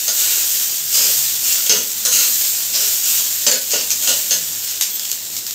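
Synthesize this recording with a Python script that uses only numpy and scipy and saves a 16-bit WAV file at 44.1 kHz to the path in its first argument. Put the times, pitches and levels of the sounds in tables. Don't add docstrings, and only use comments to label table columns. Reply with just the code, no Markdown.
import sys
import numpy as np
from scipy import signal
from scipy.io import wavfile
from scipy.ndimage import uniform_filter1d, minimum_filter1d

SR = 44100
rng = np.random.default_rng(int(sys.argv[2]) if len(sys.argv) > 2 else 0)


def unload_wav(signal):
    wavfile.write(
        sys.argv[1],
        SR,
        np.round(np.clip(np.atleast_2d(signal).T, -1, 1) * 32767).astype(np.int16),
    )


N = 244573
TIME = np.arange(N) / SR
CONTACT_TIME = np.arange(SR // 3) / SR


def from_db(db):
    return 10 ** (np.asarray(db) / 20)


def evened(x):
    return x / np.sqrt(np.mean(x ** 2) + 1e-20)


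def unit(x):
    return x / (np.linalg.norm(x) + 1e-12)


def at_level(x, db, length):
    return from_db(db) * unit(x) * np.sqrt(length * SR)


def read(points, hz):
    f, value = np.transpose(points)
    return np.interp(np.log(hz + 1), np.log(f + 1), value)


def add(mix, s, sound):
    part = mix[max(round(s * SR), 0):][:len(sound)]
    part += sound[:len(part)]


def colour(x, points, size=4096):
    log_gain = np.log(from_db(read(points, abs(np.fft.fftfreq(size, 1 / SR)))))
    minimum_phase = np.exp(np.conj(signal.hilbert(log_gain)))
    taps = np.fft.ifft(minimum_phase).real[:size // 2]
    return signal.oaconvolve(x, unit(taps))[:len(x)]


def slow_noise(size):
    return evened(uniform_filter1d(rng.standard_normal(N), size=size))


def clicks(n, per_s, spread_db):
    height = from_db(spread_db * np.minimum(rng.exponential(1, n), 3.5))
    return height * rng.choice([-1, 1], n) * (rng.random(n) < per_s / SR)


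def resonate(x, hz, width):
    turn = np.exp(2j * np.pi * np.cumsum(hz * np.ones(len(x))) / SR)
    r = np.exp(-np.pi * width / SR)
    smoothed = signal.lfilter([(1 - r) ** 2], [1, -2 * r, r * r], x / turn + 1e-18)
    return (turn * smoothed).real


def breathy_tones(rows, width):
    out = np.zeros(N)
    for s, length, hz, db in rows:
        settled = resonate(rng.standard_normal(SR), hz, width)[-int(length * SR):]
        tone = evened(settled)
        add(out, s, from_db(db) * tone * signal.windows.tukey(len(tone)))
    return out


def burner():
    # (frequency [Hz], relative level [dB])
    flame_colour = [(20, -25), (45, 0), (90, -6), (125, 3.5), (170, 6), (240, 6.5), (350, 4.5), (600, 2),
                    (1200, -4.5), (3000, -21)]
    flame = evened(colour(rng.standard_normal(N), flame_colour))
    flutter = slow_noise(size=3000)
    return flame * from_db(-49.5 + 1.44 * flutter)


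def hums():
    # (start [s], length [s], frequency [Hz], level [dB])
    passing_hums = [(0.72, 0.73, 141, -52.5), (1.85, 0.59, 212.7, -51), (4.28, 0.28, 161.7, -51),
                    (4.52, 0.25, 98.6, -52)]
    steady = evened(resonate(rng.standard_normal(N), hz=97.7, width=11))
    return from_db(-57.5) * steady + breathy_tones(passing_hums, width=10.5)


def kitchen(x, moves_per_s, tail_db=-5.5, gap=.009):
    # (delay [s], gain)
    echoes = [(.0088, 0.17), (0.012, 0.11), (.0123, 0.21), (.0192, 0.1)]
    # (frequency [Hz], time to fall 60 dB [s])
    decay_times = [(150, .42), (600, .34), (3000, .29), (8000, .25), (15000, .2)]
    out = x.copy()
    for delay, gain in echoes:
        drift = .0003 * np.sin(2 * np.pi * (rng.uniform(.8, 2) * TIME + rng.random()))
        source_index = np.round((TIME - delay - drift) * SR).astype(int)
        out += gain * x[np.maximum(source_index, 0)] * (TIME > delay)
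    for angle in np.linspace(0, np.pi, 4, endpoint=False):
        hz, t, z = signal.stft(clicks(SR // 2, per_s=5500, spread_db=3.5), SR, nperseg=256)
        decay = from_db(-60 * t / read(decay_times, hz)[:, None])
        tail = signal.istft(z * decay, SR, nperseg=256)[1]
        share = np.cos(np.pi * moves_per_s * TIME + angle) ** 3 / np.sqrt(1.25)
        add(out, gap, from_db(tail_db) * signal.oaconvolve(x * share, unit(tail)))
    return out / np.sqrt(1 + sum(gain ** 2 for _, gain in echoes) + from_db(tail_db) ** 2)


def whistles():
    # (start [s], length [s], frequency [Hz], level [dB])
    jets = [(4.863, 0.24, 3310, -40), (4.887, 0.088, 13700, -26)]
    return breathy_tones(jets, width=190)


def pops():
    # (time [s], snap energy before colouring [dB], snap decay time [s])
    bursting_pockets = [(3.905, 15.5, .0009), (4.811, 18, 0.0011), (4.996, 3.5, 0.00055),
                        (5.052, 3.5, 0.0024), (5.1159, 7.5, 0.00079), (5.3661, 5.5, 0.0044),
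                        (5.377, -9.5, .003), (5.4663, 4, 0.0022), (5.5094, 3, 0.0018)]
    # (frequency [Hz], relative level [dB])
    pop_colour = [(60, -42), (200, -25), (900, -11), (1800, -3.5), (3500, 5.5), (7000, 12), (8500, 6.5),
                  (10200, -6.5), (13300, 11.5), (15500, -23)]
    out, t = np.zeros(N), np.arange(SR // 5) / SR
    for s, db, length in bursting_pockets:
        snap = unit(rng.standard_normal(len(t)) * np.exp(-t / length))
        fizz = unit(clicks(len(t), per_s=7300, spread_db=1.0) * t * np.exp(-t / 0.011))
        add(out, s, from_db(db) * (snap + 0.7 * fizz))
    return colour(out, pop_colour)


def wok(force, modes_db):
    # (nominal frequency [Hz], nominal relative level [dB], time to fall 60 dB [s])
    modes = [(243, -9.5, 0.21), (258.5, -1.5, 0.11), (336, -5, 0.088), (416.6, -7, 0.28), (418, 2.5, 0.05),
             (514, 7, 0.12), (540, 7.5, 0.022), (584, -9, 0.059), (1018, -7, .1), (1410, -3, .08),
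             (1457, -1, .11), (1680, -6, .09), (1860, -6, .08), (2000, -7, .08), (2640, -3, .05),
             (2905, 0, .1), (3070, 0, .08), (3165, -1, .06), (3388, 0, .08), (3800, -2, .06),
             (4170, 11, 0.045), (4240, -10, 0.026), (5220, 15, 0.0077), (5720, -50, 0.027),
             (6230, 11, 0.042), (6470, 16, 0.033), (7010, 18, 0.031), (7750, 2, 0.029), (7640, 0, 0.02),
             (7630, 23.5, 0.0096)]
    # (frequency [Hz], relative level [dB])
    contact_colour = [(30, -19), (100, -15), (240, -1.5), (330, -1.5), (470, 2), (590, 5), (800, -13),
                      (1150, -8.5), (1480, -3.5), (2200, -2), (3000, -0.5), (7200, 3), (10300, -6.5),
                      (14000, -3)]
    t = np.arange(len(force)) / SR
    place, phases = rng.standard_normal((len(modes), 2)), rng.random(len(modes))
    ring = np.zeros(len(t))
    for (hz, db, t60), (weight, shift), phase in zip(modes, place, phases):
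        decay = from_db(db + 1.5 * weight - 60 * t / t60)
        ring += decay * np.sin(2 * np.pi * (hz * (1 + .008 * shift) * t + phase))
    clatter = colour(force, contact_colour)
    return clatter + from_db(modes_db) * signal.fftconvolve(force, unit(ring))[:len(t)]


def registers(x, bottom_hz=130, bowl_hz=850, blade_hz=4900):
    bands = [([bottom_hz, bowl_hz], "band"), ([bowl_hz, blade_hz], "band"), (blade_hz, "high")]
    return [signal.sosfilt(signal.butter(4, hz, kind, fs=SR, output="sos"), x) for hz, kind in bands]


def strokes():
    # (start [s], length [s], blade hiss level [dB],
    # wok boom level [dB], squeal frequency [Hz], squeal level [dB])
    spatula_strokes = [(0.157, 0.3, -22.5, -51.5, 3660, -36), (0.92, 0.2, -20, -43, 4950, -22.5),
                       (1.427, 0.21, -24, -54, 6100, -36), (1.656, 0.037, -23, -51, 3300, -30),
                       (2.108, 0.18, -16.5, -45, 3920, -28), (2.726, 0.17, -21, -43.5, 5940, -23.5),
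                       (3.02, 0.24, -26, -63, 7100, -43), (3.695, 0.16, -21, -49, 4570, -26.5),
                       (4.004, 0.15, -25, -47, 6500, -46), (4.665, 0.08, -27.5, -60, 6840, -36)]
    rasp_db, buzz_db = -13, -14.5
    out, t = np.zeros(N), CONTACT_TIME
    for s, length, hiss_db, boom_db, squeal_hz, squeal_db in spatula_strokes:
        travel = np.minimum(t / length, 1)
        pressure = np.minimum(travel / 0.12, 1) * np.sqrt(1 - travel)
        force = clicks(len(t), per_s=3200, spread_db=2.0) * pressure
        boom, rasp, hiss = registers(wok(force, modes_db=-3))
        depth = from_db(7.9 * travel)
        squeal = resonate(force, squeal_hz, width=750)
        buzz = resonate(force, hz=2800, width=800)
        parts = hiss / depth, boom * depth, rasp * depth, squeal, buzz
        levels_db = hiss_db, boom_db, hiss_db + rasp_db, squeal_db, hiss_db + buzz_db
        for part, db in zip(parts, levels_db):
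            add(out, s, at_level(part, db, length))
    return out


def knocks():
    # (time [s], wok boom level [dB], blade clink level [dB], chatter length [s],
    # shaft ring frequency [Hz], blade ring level [dB])
    spatula_knocks = [(0.08, -37.5, -18.5, 0.03, 4400, -21), (1.524, -60, -15, 0.0094, 4140, -28),
                      (1.695, -30, -17, 0.086, 2880, -18), (2.051, -40, -15, 0.053, 5660, -15),
                      (3.466, -27.5, -11.5, 0.032, 4430, -26), (3.514, -31, -16.5, 0.055, 4230, -43),
                      (3.734, -26.5, -28, 0.031, 2880, -35), (4.074, -35, -16.5, 0.081, 2860, -37),
                      (4.308, -35.5, -18, 0.051, 2870, -16.5)]
    clang_db, shaft_db = 0.85, -2.5
    out, t = np.zeros(N), CONTACT_TIME
    for s, boom_db, clink_db, length, shaft_hz, blade_db in spatula_knocks:
        chatter = clicks(len(t), per_s=3500, spread_db=2.5) * np.exp(-(t / length) ** 2)
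        blow = rng.standard_normal(len(t)) * np.exp(-t / 0.0033)
        force = unit(chatter) + 0.38 * unit(blow)
        boom, clang, clink = registers(wok(force, modes_db=-3))
        shaft = resonate(force, shaft_hz, width=480)
        blade = resonate(force, hz=6460, width=620)
        parts = boom, clang, clink, shaft, blade
        middle_db = (boom_db + clink_db) / 2
        levels_db = boom_db, middle_db + clang_db, clink_db, middle_db + shaft_db, blade_db
        for part, db in zip(parts, levels_db):
            add(out, s, at_level(part, db, length))
    return out


def moisture_db():
    # (start [s], time until boiling away [s], fresh sizzle [dB])
    turns = [(-0.13, 0.13, -25.5), (0.078, 0.54, -23), (0.85, 0.32, -20), (1.389, 0.15, -21),
             (2.08, 0.37, -21.5), (2.712, 0.21, -22), (3.0, 0.13, -20), (3.938, 0.25, -26.5)]
    simmer_db, rest_s, drying_db_per_s = -28, 4.29, 4
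    swell_s, boil_off_db_per_s = 0.11, 39.5
    power = from_db(simmer_db - drying_db_per_s * np.maximum(TIME - rest_s, 0)) ** 2
    for s, length, db in turns:
        swell = np.clip((TIME - s) / swell_s, 0, 1)
        boil_off_db = boil_off_db_per_s * np.maximum(TIME - s - length, 0)
        power = power + (swell * from_db(db - boil_off_db)) ** 2
    return 10 * np.log10(power)


def sizzle():
    # (frequency [Hz], relative level [dB])
    spray_colour = [(3000, -38), (5500, -3.5), (7200, 0), (8200, -1.5), (9500, -7), (10500, -11),
                    (12000, -1.5), (13600, 2), (14600, -2), (15600, -3.5)]
    # (frequency [Hz], relative level [dB])
    bubble_colour = [(200, -27.5), (600, -16.5), (1100, -17), (1750, -9.5), (2200, -10), (2800, -4.5),
                     (5000, 0), (6200, -1), (7200, 4.5), (8200, -2), (10000, -14.5), (15500, 0)]
    wet_db = moisture_db()
    dry_db = wet_db.max() - wet_db
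    wetness = from_db(-1.3 * dry_db)
    sputter = from_db(0.08 * dry_db * slow_noise(size=900))

    def bursts(per_s, spread_db, clump_db):
        clumps = slow_noise(size=110)
        train = clicks(N, per_s * wetness, spread_db)
        return evened(train * from_db(clump_db * clumps) / np.sqrt(wetness))

    spray = colour(bursts(per_s=14000, spread_db=1.9, clump_db=-0.4), spray_colour)
    bubbles = colour(bursts(per_s=14000, spread_db=0.5, clump_db=1.5), bubble_colour)
    spray_gain = from_db(4 + wet_db)
    bubble_gain = from_db(-3.5 + 0.69 * wet_db)
    return sputter * (spray * spray_gain + bubbles * bubble_gain)


def scene():
    surge = slow_noise(size=1500)
    stirring = kitchen(knocks() + strokes() + whistles(), moves_per_s=6)
    frying = kitchen(sizzle() * from_db(.45 * surge) + pops(), moves_per_s=37)
    mono = burner() + hums() + stirring + frying
    return np.array([mono, mono])


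def record(dry):
    allowed = 1 / np.maximum(abs(dry).max(0), 1)
    gain = uniform_filter1d(minimum_filter1d(allowed, size=41), size=41)
    low_pass = signal.firwin(601, 15650, window=("kaiser", 8), fs=SR)
    return signal.oaconvolve(dry * gain, low_pass[None], "same")


dry = scene()
out = record(dry)
unload_wav(out)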